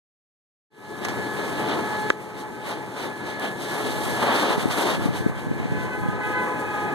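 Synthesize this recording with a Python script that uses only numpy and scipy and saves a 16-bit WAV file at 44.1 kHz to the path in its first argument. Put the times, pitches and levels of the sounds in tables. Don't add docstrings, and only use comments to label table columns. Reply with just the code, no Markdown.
import sys
import numpy as np
from scipy import signal
from scipy.fft import rfft, irfft, next_fast_len
from scipy.io import wavfile

SR = 44100
rng = np.random.default_rng(int(sys.argv[2]) if len(sys.argv) > 2 else 0)


def file_out(sig):
    cols = np.atleast_2d(sig).T
    lim = np.clip(cols, -1, 1)
    pcm = np.round(lim * 32767).astype(np.int16)
    wavfile.write(sys.argv[1], SR, pcm)


N = 306054
NULL_SPACING_HZ = 2586.1

# frequency in Hz, side minus mid in dB.
STEREO_WIDTH = [(40, 0), (110, -10), (220, -4), (450, -5.5), (900, -3.5), (1500, 5.5), (2000, 4),
                (3200, -4), (4500, -3.5), (6000, -0.5), (14000, 0)]


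def stuck_horn(low_hz=426.37, high_hz=515.64, high_db=-46):
    # time in seconds, level of dull and of bright partials in dB.
    levels = [(0.9, -39, -40.5), (1.08, -44, -37), (1.4, -36, -36), (1.58, -35.5, -36.5),
              (1.69, -35.5, -45.5), (1.85, -36, -35), (2.05, -33, -31), (2.29, -35, -42.5), (2.8, -35, -38),
              (2.94, -38.5, -43), (3.12, -37, -34.5), (3.5, -36.5, -32), (3.62, -40, -39),
              (3.78, -33.5, -31.5), (3.97, -34.5, -38.5), (4.1, -34.5, -32), (4.3, -34, -35),
              (4.6, -39, -42), (5.3, -44.5, -44.5), (5.95, -42, -42.5), (6.25, -39.5, -43.5),
              (6.94, -39.5, -39.5)]
    # time in seconds, extra side in dB.
    widening = [(1.5, -5), (3.0, -1.5), (6.5, 0.5)]
    # harmonic number, relative level in dB.
    low_partials = [(1, -4.5), (2, -1.46), (3, -11), (4, -1), (5, -18), (7, -23), (8, -23.5), (9, -26),
                    (10, -23), (16, -32), (21, -32)]
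    high_partials = [(2, -8), (3, -4), (4, -34)]
    dull_db, bright_db = in_time(levels)
    side_db, = in_time(widening)
    low = horn_note(low_hz, low_partials, dull_db, bright_db, side_db, fading_db=2.1, waver=0.00053)
    high = horn_note(high_hz, high_partials, high_db, high_db, side_db, fading_db=3.5, waver=0.00063)
    return low + high


def late_horns(high_hz=504.8, start_s=5.74, steady_dull_db=-44.5, steady_bright_db=-49):
    # time in seconds, pitch in Hz, level of dull and of bright partials in dB.
    low_curve = [(5.88, 419.4, -75, -77), (5.96, 417.6, -48, -46), (6.05, 417, -42.5, -37.5),
                 (6.15, 415.3, -44, -50), (6.25, 418.8, -39.5, -32.5), (6.4, 418, -39, -37),
                 (6.52, 418.6, -42, -39), (6.79, 415.7, -36, -35.5), (6.94, 416.3, -37.5, -38.5)]
    # harmonic number, relative level in dB.
    low_partials = [(1, -10), (2, 3.5), (3, 1), (4, -1), (5, -24), (6, -7), (7, -22), (8, -19.5), (9, -25)]
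    high_partials = [(1, -4), (2, 1.5), (3, 3), (4, -3), (5, -6), (6, -15), (7, -37), (8, -25)]
    # start and length in seconds, dull and bright level in dB.
    flares = [(5.786, 0.12, -45, -45.5), (5.924, 0.032, -46, -35.5), (6.219, 0.068, -42.5, -36),
              (6.35, 0.035, -33.5, -33), (6.39, 0.052, -33.5, -35.5), (6.477, 0.068, -34.5, -46)]
    hz, dull_db, bright_db = in_time(low_curve)
    low = horn_note(hz, low_partials, dull_db, bright_db, side_db=-1.5, fading_db=1.8, waver=0.000715)
    onset_db = -420 * np.maximum(start_s - np.arange(N) / SR, 0)
    dull_db = flaring(onset_db + steady_dull_db, [(s, length, db) for s, length, db, _ in flares])
    bright_db = flaring(onset_db + steady_bright_db, [(s, length, db) for s, length, _, db in flares])
    high = horn_note(high_hz, high_partials, dull_db, bright_db, side_db=0, fading_db=1.5, waver=0.000985)
    return low + high


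def horn_note(hz, partials, dull_db, bright_db, side_db, fading_db, waver):
    phase = 2 * np.pi * np.cumsum(hz * (1 + waver * drift(4.56))) / SR + 0.11 * drift(29.0)
    out = np.zeros((2, N))
    for harmonic, db in partials:
        harmonic = round(harmonic)
        partial_hz = harmonic * np.mean(hz)
        bright = partial_hz > 1400
        gain = np.sqrt(2) * from_db(db + (bright_db if bright else dull_db) + fading_db * drift(8.6))
        turn = (harmonic * phase + 0.2 * drift(4.8) + rng.uniform(0, 2 * np.pi)).astype(np.float32)
        width_db = at_hz(STEREO_WIDTH, partial_hz) - 1.0 + (side_db if bright else 0)
        out[0] += gain * np.sin(turn)
        out[1] += gain * side_sign(partial_hz) * from_db(width_db) * np.cos(turn)
    return out


def flaring(steady_db, rows):
    flares = swells(rows, attack_db_s=420, release_db_s=331.5, arch_db_s=40, crest_share=0.6)
    return 20 * np.log10(np.hypot(from_db(steady_db), flares) + 1e-9)


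def rustle(floor_end_s=5.05, floor_body_db=-39.5, floor_hiss_db=-44, hiss_release_db_s=262):
    # start in seconds, length in seconds, body level in dB, hiss level in dB.
    swishes = [(1.04, 0.03096, -31, -44), (1.38, 0.58, -29.5, -46), (1.69, 0.053, -25, -40.5),
               (1.93, 0.033, -36, -47), (2.25, 0.00901, -45.5, -52), (2.388, 0.027, -36, -33.5),
               (2.667, 0.057, -22.5, -31), (2.97, 0.0916, -24.5, -34.7), (3.265, 0.0492, -28.5, -36.5),
               (3.422, 0.052, -22, -37.5), (3.604, 0.59, -23.5, -33.5), (4.04, 0.18, -27.5, -34.5),
               (4.228, 0.13, -16.5, -33), (4.365, 0.17, -17.5, -31), (4.595, 0.028, -25, -29.5),
               (4.715, 0.036, -25.5, -31.5), (4.78, 0.16, -20, -30.5), (5.035, 0.02, -30.5, -38.5),
               (5.148, 0.037, -31, -37.5), (5.38, 0.019, -37, -46)]
    # frequency in Hz, relative level in dB.
    body_spectrum = [(90, -28), (230, 1.5), (350, 0), (570, 3), (900, 4), (1600, -3), (2100, -6.5),
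                     (3000, -5), (4000, -11.5), (5200, -21), (9000, -42)]
    hiss_spectrum = [(1200, -5), (3500, 8.5), (5200, 2), (7000, -2), (9200, 0), (11500, -4.5), (14000, -8)]
    body_swells = swells([(s, length, db) for s, length, db, _ in swishes],
                         attack_db_s=238, release_db_s=232, arch_db_s=15.5, crest_share=0.41)
    hiss_swells = swells([(s, length, db) for s, length, _, db in swishes],
                         attack_db_s=368, release_db_s=hiss_release_db_s, arch_db_s=-4, crest_share=0.83)
    floor = from_db(-hiss_release_db_s * np.maximum(np.arange(N) / SR - floor_end_s, 0))
    body_gain = np.hypot(body_swells, from_db(floor_body_db) * floor)
    hiss_gain = np.hypot(hiss_swells, from_db(floor_hiss_db) * floor)
    body = body_gain * turbulence(body_spectrum, STEREO_WIDTH, patchy_db=1.72)
    hiss = hiss_gain * turbulence(hiss_spectrum, STEREO_WIDTH, patchy_db=1.5)
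    hiss *= from_db(0.41 * drift(20.5))
    flutter = from_db(0.72 * drift(36) + 0.64 * drift(140))
    return (body + hiss) * flutter


def fire():
    # time in seconds, level in dB.
    levels = [(0.7, -31.5), (2.1, -27.5), (3.2, -28), (4.8, -29), (5.4, -33), (6.94, -28)]
    # frequency in Hz, relative level in dB.
    spectrum = [(25, -34.5), (55, -24.5), (125, -3.5), (200, -3), (340, 3), (650, -5.5), (950, -4),
                (1400, -12), (2300, -12), (3300, -20.5), (4300, -25), (5200, -28.5), (9000, -30),
                (14000, -37.5)]
    level_db, = in_time(levels)
    return from_db(level_db) * turbulence(spectrum, STEREO_WIDTH, patchy_db=2.25)


def wind(breeze_db=-42, buffet_width=0.96, buffet_top_hz=480):
    # start in seconds, length in seconds, level in dB.
    gusts = [(1.08, 0.098, -42.5), (3.84, 0.3, -31), (4.6, 0.0819, -30), (4.94, 0.22, -30),
             (5.2, 0.17, -34), (5.48, 0.37, -30.5), (6.0, 0.15, -31), (6.26, 0.0641, -35)]
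    # frequency in Hz, relative level in dB.
    spectrum = [(25, -28), (60, -12), (130, 3), (220, -3.5), (400, -10.5), (800, -10), (2000, -43)]
    # frequency in Hz, side minus mid in dB.
    width = [(50, 20.58), (200, 12.2), (600, 6.1)]
    # start in seconds, peak of the side signal in dB, pitch in Hz.
    buffets = [(4.503, -12.5, 215), (4.578, -10, 202), (4.623, -21, 257), (4.655, -6, 280),
               (4.681, -14, 210), (4.7, -20, 150), (4.936, -22, 260), (4.976, -17, 210),
               (5.056, -9.5, 201.7), (5.086, -15, 150), (5.104, -17, 216.6), (5.204, -16, 150),
               (5.261, -6, 223), (5.266, -12.5, 400), (5.295, -15, 160), (5.467, -16, 210),
               (5.512, -10, 266), (5.598, -16.5, 200), (5.654, -14, 220), (5.718, -15.5, 160),
               (5.749, -16, 190), (5.854, -22, 190), (6.034, -16, 170), (6.057, -15, 210),
               (6.084, -13, 180.7), (6.133, -24, 220), (6.273, -22, 200.3)]
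    gusting = swells(gusts, attack_db_s=186, release_db_s=141, arch_db_s=2, crest_share=0.39)
    strength = np.hypot(from_db(breeze_db), gusting) * from_db(1.3 * drift(23.0))
    out = strength * turbulence(spectrum, width, patchy_db=0, directed=0)
    for s, db, hz in buffets:
        swing = resonate_twice(signal.unit_impulse(SR // 20), hz, buffet_width * hz)
        swing = signal.sosfilt(signal.butter(4, buffet_top_hz, fs=SR, output="sos"), swing)
        mid_share = 0.63 * from_db(0.92 * db) * rng.choice([-1, 1])
        at = round(s * SR)
        out[:, at:at + len(swing)] += from_db(db) * swing / abs(swing).max() * np.array([[mid_share], [1]])
    return out


def knock(start_s=2.1019, rise_cycles=0.4):
    # delay in seconds, pitch in Hz, relative level in dB, seconds to fall 60 dB, side share.
    modes = [(0.0001, 425, 3.5, 0.015, 0.62), (0.0016, 1225, -8, 0.021, 0.15),
             (0.0019, 1680, 0.5, 0.019, 0.3), (0.0001, 2330, 2, 0.0034, 0.7), (0, 3780, -5.5, 0.003, 0.5),
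             (0, 6300, -15, 0.003, 0.49)]
    out = np.zeros((2, N))
    for delay_s, hz, db, t60, side in modes:
        age = np.maximum(np.arange(N) / SR - start_s - delay_s, 0)
        turn = 2 * np.pi * hz * age
        rise = np.minimum(hz * age / rise_cycles, 1)
        decay = np.exp(-np.log(1000) * np.minimum(age / t60, 2))
        ring = np.array([(1 - side) * np.sin(turn), side * side_sign(hz) * np.cos(turn)])
        out += from_db(db + 1) * rise * decay * ring
    return low_cut(out, hz=220, order=4)


def diesel(firing_hz=39.794):
    # pitch in Hz, filter width in Hz, relative gain in dB.
    exhaust = [(133, 36.37, -3), (204, 46.55, 0), (336, 147.2, -4)]
    # time in seconds, level in dB.
    levels = [(1.0, -42.5), (3.0, -42), (6.9, -48.5)]
    cycles = np.cumsum(firing_hz * (1 + 0.035065 * drift(4.9))) / SR
    firings = np.diff(np.floor(cycles), prepend=0) * from_db(1.8 * drift(30.0))
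    pipe = sum(from_db(db) * resonate_twice(firings, hz, width) for hz, width, db in exhaust)
    level_db, = in_time(levels)
    return from_db(level_db) * rms_one(pipe) * np.array([[1], [.45]])


def crisp_bursts():
    # start in seconds, level in dB, decay time in seconds.
    bursts = [(1.049, -16, 0.0073), (1.084, -19.5, 0.015), (2.106, -25, 0.018)]
    # frequency in Hz, relative level in dB.
    spectrum = [(200, -7), (900, 5.5), (1700, 2.5), (4200, -5), (5500, -6.5), (14000, -22)]
    envelope = sum(from_db(db) * burst_envelope(s, decay_s) for s, db, decay_s in bursts)
    return envelope * turbulence(spectrum, STEREO_WIDTH, patchy_db=-2.5, bands=1)


def tick(gain_db=-22.5):
    burst = rng.standard_normal((2, N)) * burst_envelope(start_s=3.397, decay_s=0.0009)
    return from_db(gain_db) * low_cut(burst, hz=3800)


def turbulence(spectrum, width, patchy_db, bands=5, directed=1.0):
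    # frequency in Hz, share arriving from one direction.
    arrival = [(100, .15), (350, .3), (850, 0.53), (1800, .6), (3500, .35), (6000, .05)]
    # frequency in Hz, share of the mid fed into the side.
    lean = [(100, -0.086), (280, 0.32), (550, 0.37), (1000, -0.01), (4000, -0.091)]
    size, hz = fft_grid()
    noise = rfft(rng.standard_normal((2, size), dtype=np.float32)) * from_db(at_hz(spectrum, hz))
    direct = np.clip(directed * at_hz(arrival, hz), 0, 1)
    side = np.sqrt(1 - direct ** 2) * noise[1] + 1j * direct * side_sign(hz) * noise[0]
    noise[1] = side * from_db(at_hz(width, hz)) + noise[0] * at_hz(lean, hz)
    place = np.clip(np.log(hz / 120) / np.log(3), 0, bands - 1)
    out = 0
    for k in range(bands):
        weight = np.maximum(1 - abs(place - k), 0)
        band = irfft((noise * weight).astype(np.complex64), size)[:, :N]
        out = out + band * from_db(patchy_db * drift(8.6))
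    return out / np.sqrt(np.mean(out ** 2, axis=1).sum())


def swells(rows, attack_db_s, release_db_s, arch_db_s, crest_share):
    t = np.arange(0, N, 40) / SR
    power = 0
    for s, length, db in rows:
        edges_db = attack_db_s * np.maximum(s - t, 0) + release_db_s * np.maximum(t - s - length, 0)
        arch_db = arch_db_s * abs(t - s - crest_share * length)
        power = power + from_db(db - edges_db - arch_db) ** 2
    return np.interp(np.arange(N) / SR, t, np.sqrt(power))


def burst_envelope(start_s, decay_s):
    age = np.arange(N) / SR - start_s
    return (age > 0) * np.exp(-np.minimum(abs(age) / decay_s, 20))


def drift(rate_hz):
    pole = np.exp(-80 * np.pi * rate_hz / SR)
    slow = signal.lfilter([1], [1, -2 * pole, pole * pole], rng.standard_normal(N // 40 + 2002))[2000:]
    return np.interp(np.arange(N) / 40, np.arange(len(slow)), rms_one(slow))


def resonate_twice(x, hz, width_hz):
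    peak = signal.iirpeak(hz, hz / width_hz, fs=SR)
    return signal.lfilter(*peak, signal.lfilter(*peak, x + 1e-18))


def low_cut(x, hz, order=2):
    return signal.sosfilt(signal.butter(order, hz, "high", fs=SR, output="sos"), x)


def side_sign(hz):
    return np.sign(np.cos(np.pi * hz / NULL_SPACING_HZ))


def from_db(db):
    return 10 ** (np.asarray(db) / 20)


def rms_one(x):
    return x / np.sqrt(np.mean(x ** 2) + 1e-20)


def in_time(rows):
    s, *columns = np.transpose(rows)
    return [np.interp(np.arange(N) / SR, s, column) for column in columns]


def at_hz(points, hz):
    points_hz, values = np.transpose(points)
    return np.interp(np.log(hz), np.log(points_hz), values)


def fft_grid():
    size = next_fast_len(N, real=True)
    return size, np.maximum(np.arange(size // 2 + 1) * SR / size, 1)


def ports(x):
    # frequency in Hz, null depth from 0 to 1.
    null_depth = [(1300, 1), (3900, 0.99), (5200, 0.52), (7800, 0.19), (13000, 0.25)]
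    size, hz = fft_grid()
    depth = np.clip(at_hz(null_depth, hz), 0, 1)
    crossed = depth * np.exp(-2j * np.pi * hz / NULL_SPACING_HZ)
    mid_gain = np.where(hz < NULL_SPACING_HZ / 2, 1, abs(1 - crossed) / (1 + depth))
    side_gain = abs(1 + crossed) / (1 + depth)
    spectra = rfft([x[0] + x[1], x[0] - x[1]], size) / 2
    mid, side = irfft(spectra * [mid_gain, side_gain], size)[:, :N]
    return np.array([mid + side, mid - side])


def gain_control(x, threshold_db=-5.5, most_db=9.0, release_db_s=3.0, attack_s=0.00059):
    peak_db = 20 * np.log10(abs(low_cut(x, hz=700)).max(axis=0) + 1e-9)
    duck_db = np.clip(2 * (peak_db - threshold_db), 0, most_db)
    recovery_db = release_db_s * np.arange(N) / SR
    held_db = np.maximum.accumulate(duck_db + recovery_db) - recovery_db
    pole = np.exp(-1 / (attack_s * SR))
    return x * from_db(-signal.lfilter([1 - pole], [1, -pole], held_db))


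def scene():
    bed = fire() + diesel()
    mid, side = bed + stuck_horn() + late_horns() + rustle() + crisp_bursts() + wind() + knock() + tick()
    return np.array([mid + side, mid - side])


def record(dry):
    fade_start_s, fade_s, top_hz = 0.7, 0.37, 14000
    heard = low_cut(gain_control(ports(dry)), hz=45)
    fade = np.clip((np.arange(N) / SR - fade_start_s) / fade_s, 0, 1) ** 1.27
    clipped = np.clip(fade * heard, -.95, .95)
    return signal.sosfilt(signal.ellip(12, .1, 90, top_hz, fs=SR, output="sos"), clipped)


dry = scene()
out = record(dry)
file_out(out)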